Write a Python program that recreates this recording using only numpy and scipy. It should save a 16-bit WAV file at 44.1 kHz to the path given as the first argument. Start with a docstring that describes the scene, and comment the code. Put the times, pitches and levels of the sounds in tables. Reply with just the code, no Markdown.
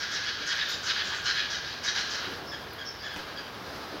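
"""A bare concrete room, a swiftlet colony chattering under its ceiling.
Near birds give rasping squawks, later thinner chirps, with whistles, over the farther flock.
Calls are jittering tones pulsed by the syrinx; squawks add a growl and a falling band of noise.
Wings flutter past as puffs of air and a few clicks sound. Hard walls smear calls, clicks and
close wing strokes; a low rumble and a faint hiss lie underneath."""
import sys
import numpy as np
from scipy import signal
from scipy.fft import rfft, irfft, next_fast_len
from scipy.io import wavfile

SR = 44100
rng = np.random.default_rng(int(sys.argv[2]) if len(sys.argv) > 2 else 0)


def digitize_waveform(pressure):
    """Quantize a signal to 16-bit integers and store it at the path in sys.argv[1].

    Rows of a 2-D input are taken as channels; values are limited to [-1, 1].
    """
    field = np.atleast_2d(pressure).T
    bounded = np.clip(field, -1, 1)
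    quanta = np.round(bounded * 32767).astype(np.int16)
    wavfile.write(sys.argv[1], SR, quanta)


N = 176400
TIME_S = np.arange(N) / SR
CALL_TIME_S = np.arange(SR // 5) / SR

# near squawks: t/s, length/s, pitch/Hz, voice/dB, rasp/dB, rasp start f/Hz, rasp end f/Hz
SQUAWKS = [(-.02, 0.067, 1690, -33.5, -35, 5190, 4515), (0.108, 0.078, 1680, -33.5, -33.5, 6040, 3820),
           (0.241, 0.061, 1632, -33.5, -35, 4730, 3530), (0.392, 0.049, 1600, -40, -40, 4930, 4160),
           (0.46, .078, 1625, -30, -31.5, 6176, 3467), (0.549, 0.091, 1697, -32.5, -34, 4400, 3674),
           (.68, 0.073, 1539, -39.5, -35, 6270, 3850), (.823, 0.049, 1485, -35.5, -38, 7200, 5000),
           (0.859, 0.065, 1540, -31, -28.5, 5500, 3470), (0.947, 0.077, 1677, -32.5, -33.5, 4306, 3537),
           (1.037, 0.063, 1677, -46, -41, 6940, 5800), (1.107, 0.049, 1610, -32, -37.5, 4220, 3500),
           (1.129, 0.064, 1600, -45, -43.5, 7040, 6300), (1.24, 0.082, 1584, -29, -30, 5700, 3910),
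           (1.339, .08, 1678, -31.5, -31.5, 4197, 3555), (1.493, 0.077, 1580, -35, -33.5, 5540, 4067),
           (1.651, 0.097, 1610, -57, -42, 4284, 3816), (1.828, 0.078, 1665, -31, -31, 5805, 4088),
           (1.944, 0.051, 1598, -30, -30, 5596, 3200), (1.982, 0.043, 1560, -35.5, -32.5, 6000, 4000),
           (2.091, 0.073, 1598, -36, -34.5, 5950, 4300), (2.171, 0.11, 1542, -38, -41, 4535, 3090)]
# timbre of squawks and chirps: f/Hz, gain/dB
VOICE_EQ = [(300, -30), (900, -11), (1300, -3.5), (1950, -2), (2400, 1), (3200, 0.5), (5000, -1),
            (6400, -2), (7200, -8), (8000, -14), (9500, -11.5), (11000, -9), (16000, -19)]
# far birds are duller: f/Hz, gain/dB
DISTANCE_EQ = [(1600, 1), (2500, -1.5), (4500, -0.5), (6500, -0.5), (9000, -4)]
# flock chatter: t/s, level/dB
FLOCK_LEVELS = [(0, -38.5), (.8, -40), (1.5, -41), (1.8, -44), (2.15, -42), (2.45, -50.5), (2.9, -53),
                (3.2, -46.5), (3.55, -52.5), (4, -51)]
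# rumble spectrum: f/Hz, gain/dB
RUMBLE_EQ = [(20, -30), (32, -33), (48, -3.5), (63, 1), (100, 1), (200, -3), (400, -0.5), (700, -2.5),
             (1300, -2), (2300, -8.5), (5000, -19), (8000, -36), (16000, -39)]
# rumble drift: t/s, gain/dB
RUMBLE_SWELL = [(0, -1), (.5, -1), (1.2, 0), (2.4, .5), (4, 0)]
# hiss spectrum: f/Hz, gain/dB
HISS_EQ = [(3000, -10), (8000, -24), (9500, -2), (11000, 5.5), (16000, 6)]
# hiss drift: t/s, gain/dB
HISS_SWELL = [(0, 1), (.38, -3.5), (.52, .5), (1.3, 0.5), (1.8, -2), (2.35, 0.5), (2.95, -0.5), (3.4, -0.5),
              (4, 0)]
# whistles and squeaks: t/s, length/s, start f/Hz, end f/Hz, level/dB, jitter/fraction of f
WHISTLES = [(0.147, 0.026, 5700, 5500, -38.5, .02), (0.26, 0.031, 3550, 3350, -42, 0.018),
            (0.46, 0.019, 6600, 6000, -39.5, 0.0097), (.61, 0.014, 3670, 3480, -27, .017),
            (0.681, 0.029, 15000, 13600, -49, .012), (0.684, 0.043, 11800, 10800, -57, 0.029),
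            (0.702, 0.047, 7300, 7000, -52, 0.023), (0.708, 0.036, 3800, 3600, -36, 0.034),
            (.89, 0.028, 3800, 3600, -33, 0.0085), (0.998, 0.0294, 3533, 3300, -33.5, 0.027),
            (1.252, 0.037, 2850, 3190, -35, 0.024), (1.255, 0.0256, 4260, 4060, -29.5, .02),
            (1.367, 0.0298, 3500, 3200, -35, .025), (1.864, 0.028, 3955, 3786, -31.5, 0.015),
            (1.871, 0.062, 5900, 5610, -40.5, 0.0194), (2.463, 0.053, 5250, 5060, -43, 0.048),
            (2.7, .05, 5000, 4270, -51, 0.053), (2.848, 0.0524, 5500, 5380, -39.5, 0.04),
            (2.983, .035, 4970, 4660, -44.5, 0.038), (3.358, 0.035, 5000, 4590, -41, 0.029),
            (3.369, 0.021, 3354, 3100, -43, 0.017)]
# close wing strokes: t/s, level/dB, f/Hz, half-width/Hz
FLAPS = [(.4, -44, 383, 119), (.73, -45, 407, 150), (1.06, -42.5, 371, 100), (1.105, -43, 998, 200),
         (1.186, -46, 127, 50), (1.96, -39, 1020, 200), (2.265, -40, 342.6, 132), (2.304, -43, 334, 131),
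         (2.41, -45.5, 380, 130), (3.925, -36, 394, 121), (3.954, -45, 390, 121)]
# bird clicks: t/s, level/dB, f/Hz, half-width/Hz
CLICKS = [(0.525, -36, 3600, 1790), (2.732, -41, 13100, 1800), (3.14, -48, 12600, 2500),
          (3.162, -25.5, 1790, 1720), (3.172, -45, 12400, 2480)]
# birds flying by: middle t/s, half-length/s, level/dB
PASSES = [(0.743, 0.05, -48), (1.095, .08, -53), (1.735, 0.058, -49), (2.058, 0.31, -51),
          (2.312, 0.16, -44), (2.616, 0.12, -47), (3.209, 0.12, -46), (3.48, 0.16, -46.5),
          (3.764, 0.12, -41.5), (3.96, 0.13, -46)]
# wing noise spectrum: f/Hz, gain/dB
WING_EQ = [(60, -22), (150, -1.5), (350, -1.5), (700, -1.5), (1300, -3.5), (2400, -14), (5000, -10),
           (8000, -32), (11000, -29.5), (16000, -29)]
# clearer chirps: t/s, length/s, pitch/Hz, level/dB
CHIRPS = [(2.512, 0.044, 1690, -35), (2.776, 0.0553, 1630, -38), (3.024, 0.059, 1720, -35.5),
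          (3.095, 0.054, 1660, -40.5), (3.355, 0.0456, 1619, -39.5)]
# air dulls the reflections: f/Hz, gain/dB
REFLECTION_EQ = [(100, 1), (5000, 0.5), (7000, 0.5), (14000, -4)]

# jitter, arch and fall are fractions of the pitch; a negative fall rises
SQUAWK_VOICE = dict(harmonics_db=[5.5, -4.5, -36, -23], jitter=0.0684, jitter_hz=523,
                    arch=0.065, fall=-0.041, pulse_depth=1)
CHIRP_VOICE = dict(harmonics_db=[-1, -6, -10, -19], jitter=0.045, jitter_hz=640,
                   arch=0.032, fall=0.068, pulse_depth=0.65)


def from_db(db):
    """Decibels to gain."""
    return 10 ** (np.asarray(db) / 20)


def unit_rms(x):
    """Scale to rms 1."""
    return x / np.sqrt(np.mean(x ** 2) + 1e-20)


def add(out, start_s, x):
    """Mix x into out from start_s."""
    i = int(round(start_s * SR))
    a, b = max(i, 0), min(i + len(x), N)
    if b > a:
        out[a:b] += x[a - i:b - i]


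def colour(x, eq):
    """Filter by a curve of f/Hz, gain/dB."""
    hz, db = np.transpose(eq)
    size = next_fast_len(N + SR // 4)
    bins_hz = np.maximum(np.arange(size // 2 + 1) * SR / size, 1)
    gain = from_db(np.interp(np.log(bins_hz), np.log(hz), db))
    return irfft(rfft(x, size) * gain, size)[:N]


def noise(eq):
    """Coloured noise, rms 1."""
    return unit_rms(colour(rng.standard_normal(N), eq))


def swell(curve):
    """Gain over time from t/s, level/dB."""
    return from_db(np.interp(TIME_S, *np.transpose(curve)))


def wobble(cutoff_hz):
    """Low-passed random motion for one call, rms 1."""
    b, a = signal.butter(2, np.clip(cutoff_hz, 10, SR / 4), fs=SR)
    return unit_rms(signal.lfilter(b, a, rng.standard_normal(len(CALL_TIME_S))))


def phase_of(hz):
    """Running phase of a changing frequency."""
    return 2 * np.pi * np.cumsum(hz) / SR


def resonant_noise(centre_hz, half_width_hz):
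    """Noise ringing in a resonance whose centre may move."""
    phase = phase_of(np.broadcast_to(centre_hz, CALL_TIME_S.shape))
    return (wobble(half_width_hz) * np.cos(phase) + wobble(half_width_hz) * np.sin(phase)) / np.sqrt(2)


def gesture(length_s, attack_share=0.18, release_share=0.13, swell_db=4.5):
    """Progress 0-1 through a call, and its envelope."""
    progress = np.clip(CALL_TIME_S / length_s, 0, 1)
    attack = np.clip(progress / attack_share, 0, 1)
    release = np.clip((1 - progress) / release_share, 0, 1)
    return progress, attack * release * from_db(swell_db * (progress - 1))


def rattle(rate_hz=125.2):
    """Uneven pulsing of the syrinx, -1 to 1."""
    return np.cos(phase_of(rate_hz * (1 + 0.352 * wobble(cutoff_hz=75.4))))


def voice(progress, pitch_hz, pulses, harmonics_db, jitter, jitter_hz, arch, fall, pulse_depth):
    """Pulsed harmonic tone jittering about a tilted pitch arch."""
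    contour = 1 + arch * (np.sin(np.pi * progress) - 2 / np.pi) - fall * (progress - .5)
    phase = phase_of(pitch_hz * (contour + jitter * wobble(jitter_hz)))
    tone = sum(from_db(db) * np.sin(k * phase) for k, db in enumerate(harmonics_db, 1))
    return unit_rms((1 + pulse_depth * pulses) * tone)


def squawk(length_s, pitch_hz, voice_db, rasp_db, start_hz, end_hz, breath_decay_s=0.041):
    """Growling voice, pulsed rasp in a falling resonance, and a breath as the beak opens."""
    progress, envelope = gesture(length_s)
    pulses = rattle()
    gate = 1 + 0.3 * pulses
    rasp_hz = start_hz + (end_hz - start_hz) * progress
    rasp = unit_rms(resonant_noise(rasp_hz, half_width_hz=1095) * gate)
    breath = from_db(-16) * np.exp(-CALL_TIME_S / breath_decay_s) * gate * rng.standard_normal(len(gate))
    growl = from_db(-2) * resonant_noise(0.97 * pitch_hz, half_width_hz=440)
    tone = unit_rms(voice(progress, pitch_hz, pulses, **SQUAWK_VOICE) + growl)
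    return from_db(voice_db) * envelope * tone + from_db(rasp_db) * (envelope * rasp + breath)


def near_squawks():
    """Squawks from the nearest nests."""
    out = np.zeros(N)
    for start_s, *call in SQUAWKS:
        add(out, start_s, squawk(*call))
    return colour(out, VOICE_EQ)


def flock(calls_per_s=36):
    """Farther birds squawk at random, dulled by distance."""
    out = np.zeros(N)
    for k in range(int(calls_per_s * N / SR) + 2):
        shift, length, pitch, level, bright = rng.uniform(-1, 1, 5)
        call = squawk(length_s=.07 + .02 * length, pitch_hz=1590 * (1 + .1 * pitch),
                      voice_db=3 * level, rasp_db=3 * level + 0.5,
                      start_hz=4500 + 600 * bright, end_hz=3700 + 500 * bright)
        add(out, (k - 1 + shift) / calls_per_s, call)
    distant = colour(colour(out, VOICE_EQ), DISTANCE_EQ)
    return unit_rms(distant) * swell(FLOCK_LEVELS)


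def rumble():
    """Low background noise, nearly steady."""
    return from_db(-44) * swell(RUMBLE_SWELL) * noise(RUMBLE_EQ)


def hiss():
    """Faint high noise whose level drifts."""
    return from_db(-62) * swell(HISS_SWELL) * noise(HISS_EQ)


def whistles(jitter_hz=670, pulse_depth=0.54):
    """Thin gliding sines, trembling with the syrinx."""
    out = np.zeros(N)
    for start_s, length_s, start_hz, end_hz, db, jitter in WHISTLES:
        progress, envelope = gesture(length_s)
        glide_hz = start_hz + (end_hz - start_hz) * progress
        phase = phase_of(glide_hz * (1 + jitter * wobble(jitter_hz)))
        tone = unit_rms(np.sin(phase) * (1 + pulse_depth * rattle()))
        add(out, start_s, from_db(db) * envelope * tone)
    return out


def flaps(rise_s=0.0089):
    """Each close wing stroke is a soft, dull puff of air."""
    out = np.zeros(N)
    age = CALL_TIME_S / rise_s
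    envelope = age * np.exp(1 - age)
    for start_s, db, hz, half_width_hz in FLAPS:
        add(out, start_s, from_db(db) * envelope * resonant_noise(hz, half_width_hz))
    return out


def clicks(decay_s=0.0038):
    """Birds tick: fast-decaying bursts of band noise."""
    out = np.zeros(N)
    envelope = np.exp(-CALL_TIME_S / decay_s)
    for start_s, db, hz, half_width_hz in CLICKS:
        add(out, start_s, from_db(db) * envelope * resonant_noise(hz, half_width_hz))
    return out


def wing_passes(beat_hz=12.8, beat_depth=0.19):
    """Air puffs at the wingbeat rate swell and fade as a bird passes."""
    power = np.zeros(N)
    for middle_s, half_length_s, db in PASSES:
        offset_s = TIME_S - middle_s
        beat = 1 + beat_depth * np.cos(2 * np.pi * beat_hz * offset_s)
        power += (from_db(db) * beat) ** 2 * np.exp(-(offset_s / half_length_s) ** 2)
    return np.sqrt(power) * noise(WING_EQ)


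def chirps():
    """Clearer near calls: the pulsed voice without rasp or growl."""
    out = np.zeros(N)
    for start_s, length_s, pitch_hz, db in CHIRPS:
        progress, envelope = gesture(length_s)
        add(out, start_s, from_db(db) * envelope * voice(progress, pitch_hz, rattle(), **CHIRP_VOICE))
    return colour(out, VOICE_EQ)


def room(x, direct_db=-1, early_t60_s=0.055, early_db=-5, tail_t60_s=0.49, tail_db=-1, build_s=.004):
    """Direct sound, quick reflections from the ceiling corner and a diffuse tail."""
    t_s = TIME_S[:SR]
    onset = 1 - np.exp(-t_s / build_s)
    response = np.zeros(SR)
    for t60_s, db in ((early_t60_s, early_db), (tail_t60_s, tail_db)):
        echoes = rng.standard_normal(SR) * from_db(-60 * t_s / t60_s) * onset
        response += from_db(db) * unit_rms(echoes) / np.sqrt(SR)
    reflections = colour(signal.fftconvolve(x, response)[:N], REFLECTION_EQ)
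    return from_db(direct_db) * x + reflections


def scene():
    """Birds in the room over rumble and hiss; mono but for a trace of side hiss."""
    background = rumble() + hiss()
    side = from_db(-23) * hiss()
    flutter = wing_passes()
    near = near_squawks() + chirps() + whistles() + clicks() + flaps()
    mid = background + flutter + room(near) + room(flock())
    return np.array([mid + side, mid - side])


def record(dry, cutoff_hz=15800):
    """Steep low-pass."""
    return signal.sosfilt(signal.ellip(12, .1, 70, cutoff_hz, fs=SR, output="sos"), dry)


dry = scene()
out = record(dry)
digitize_waveform(out)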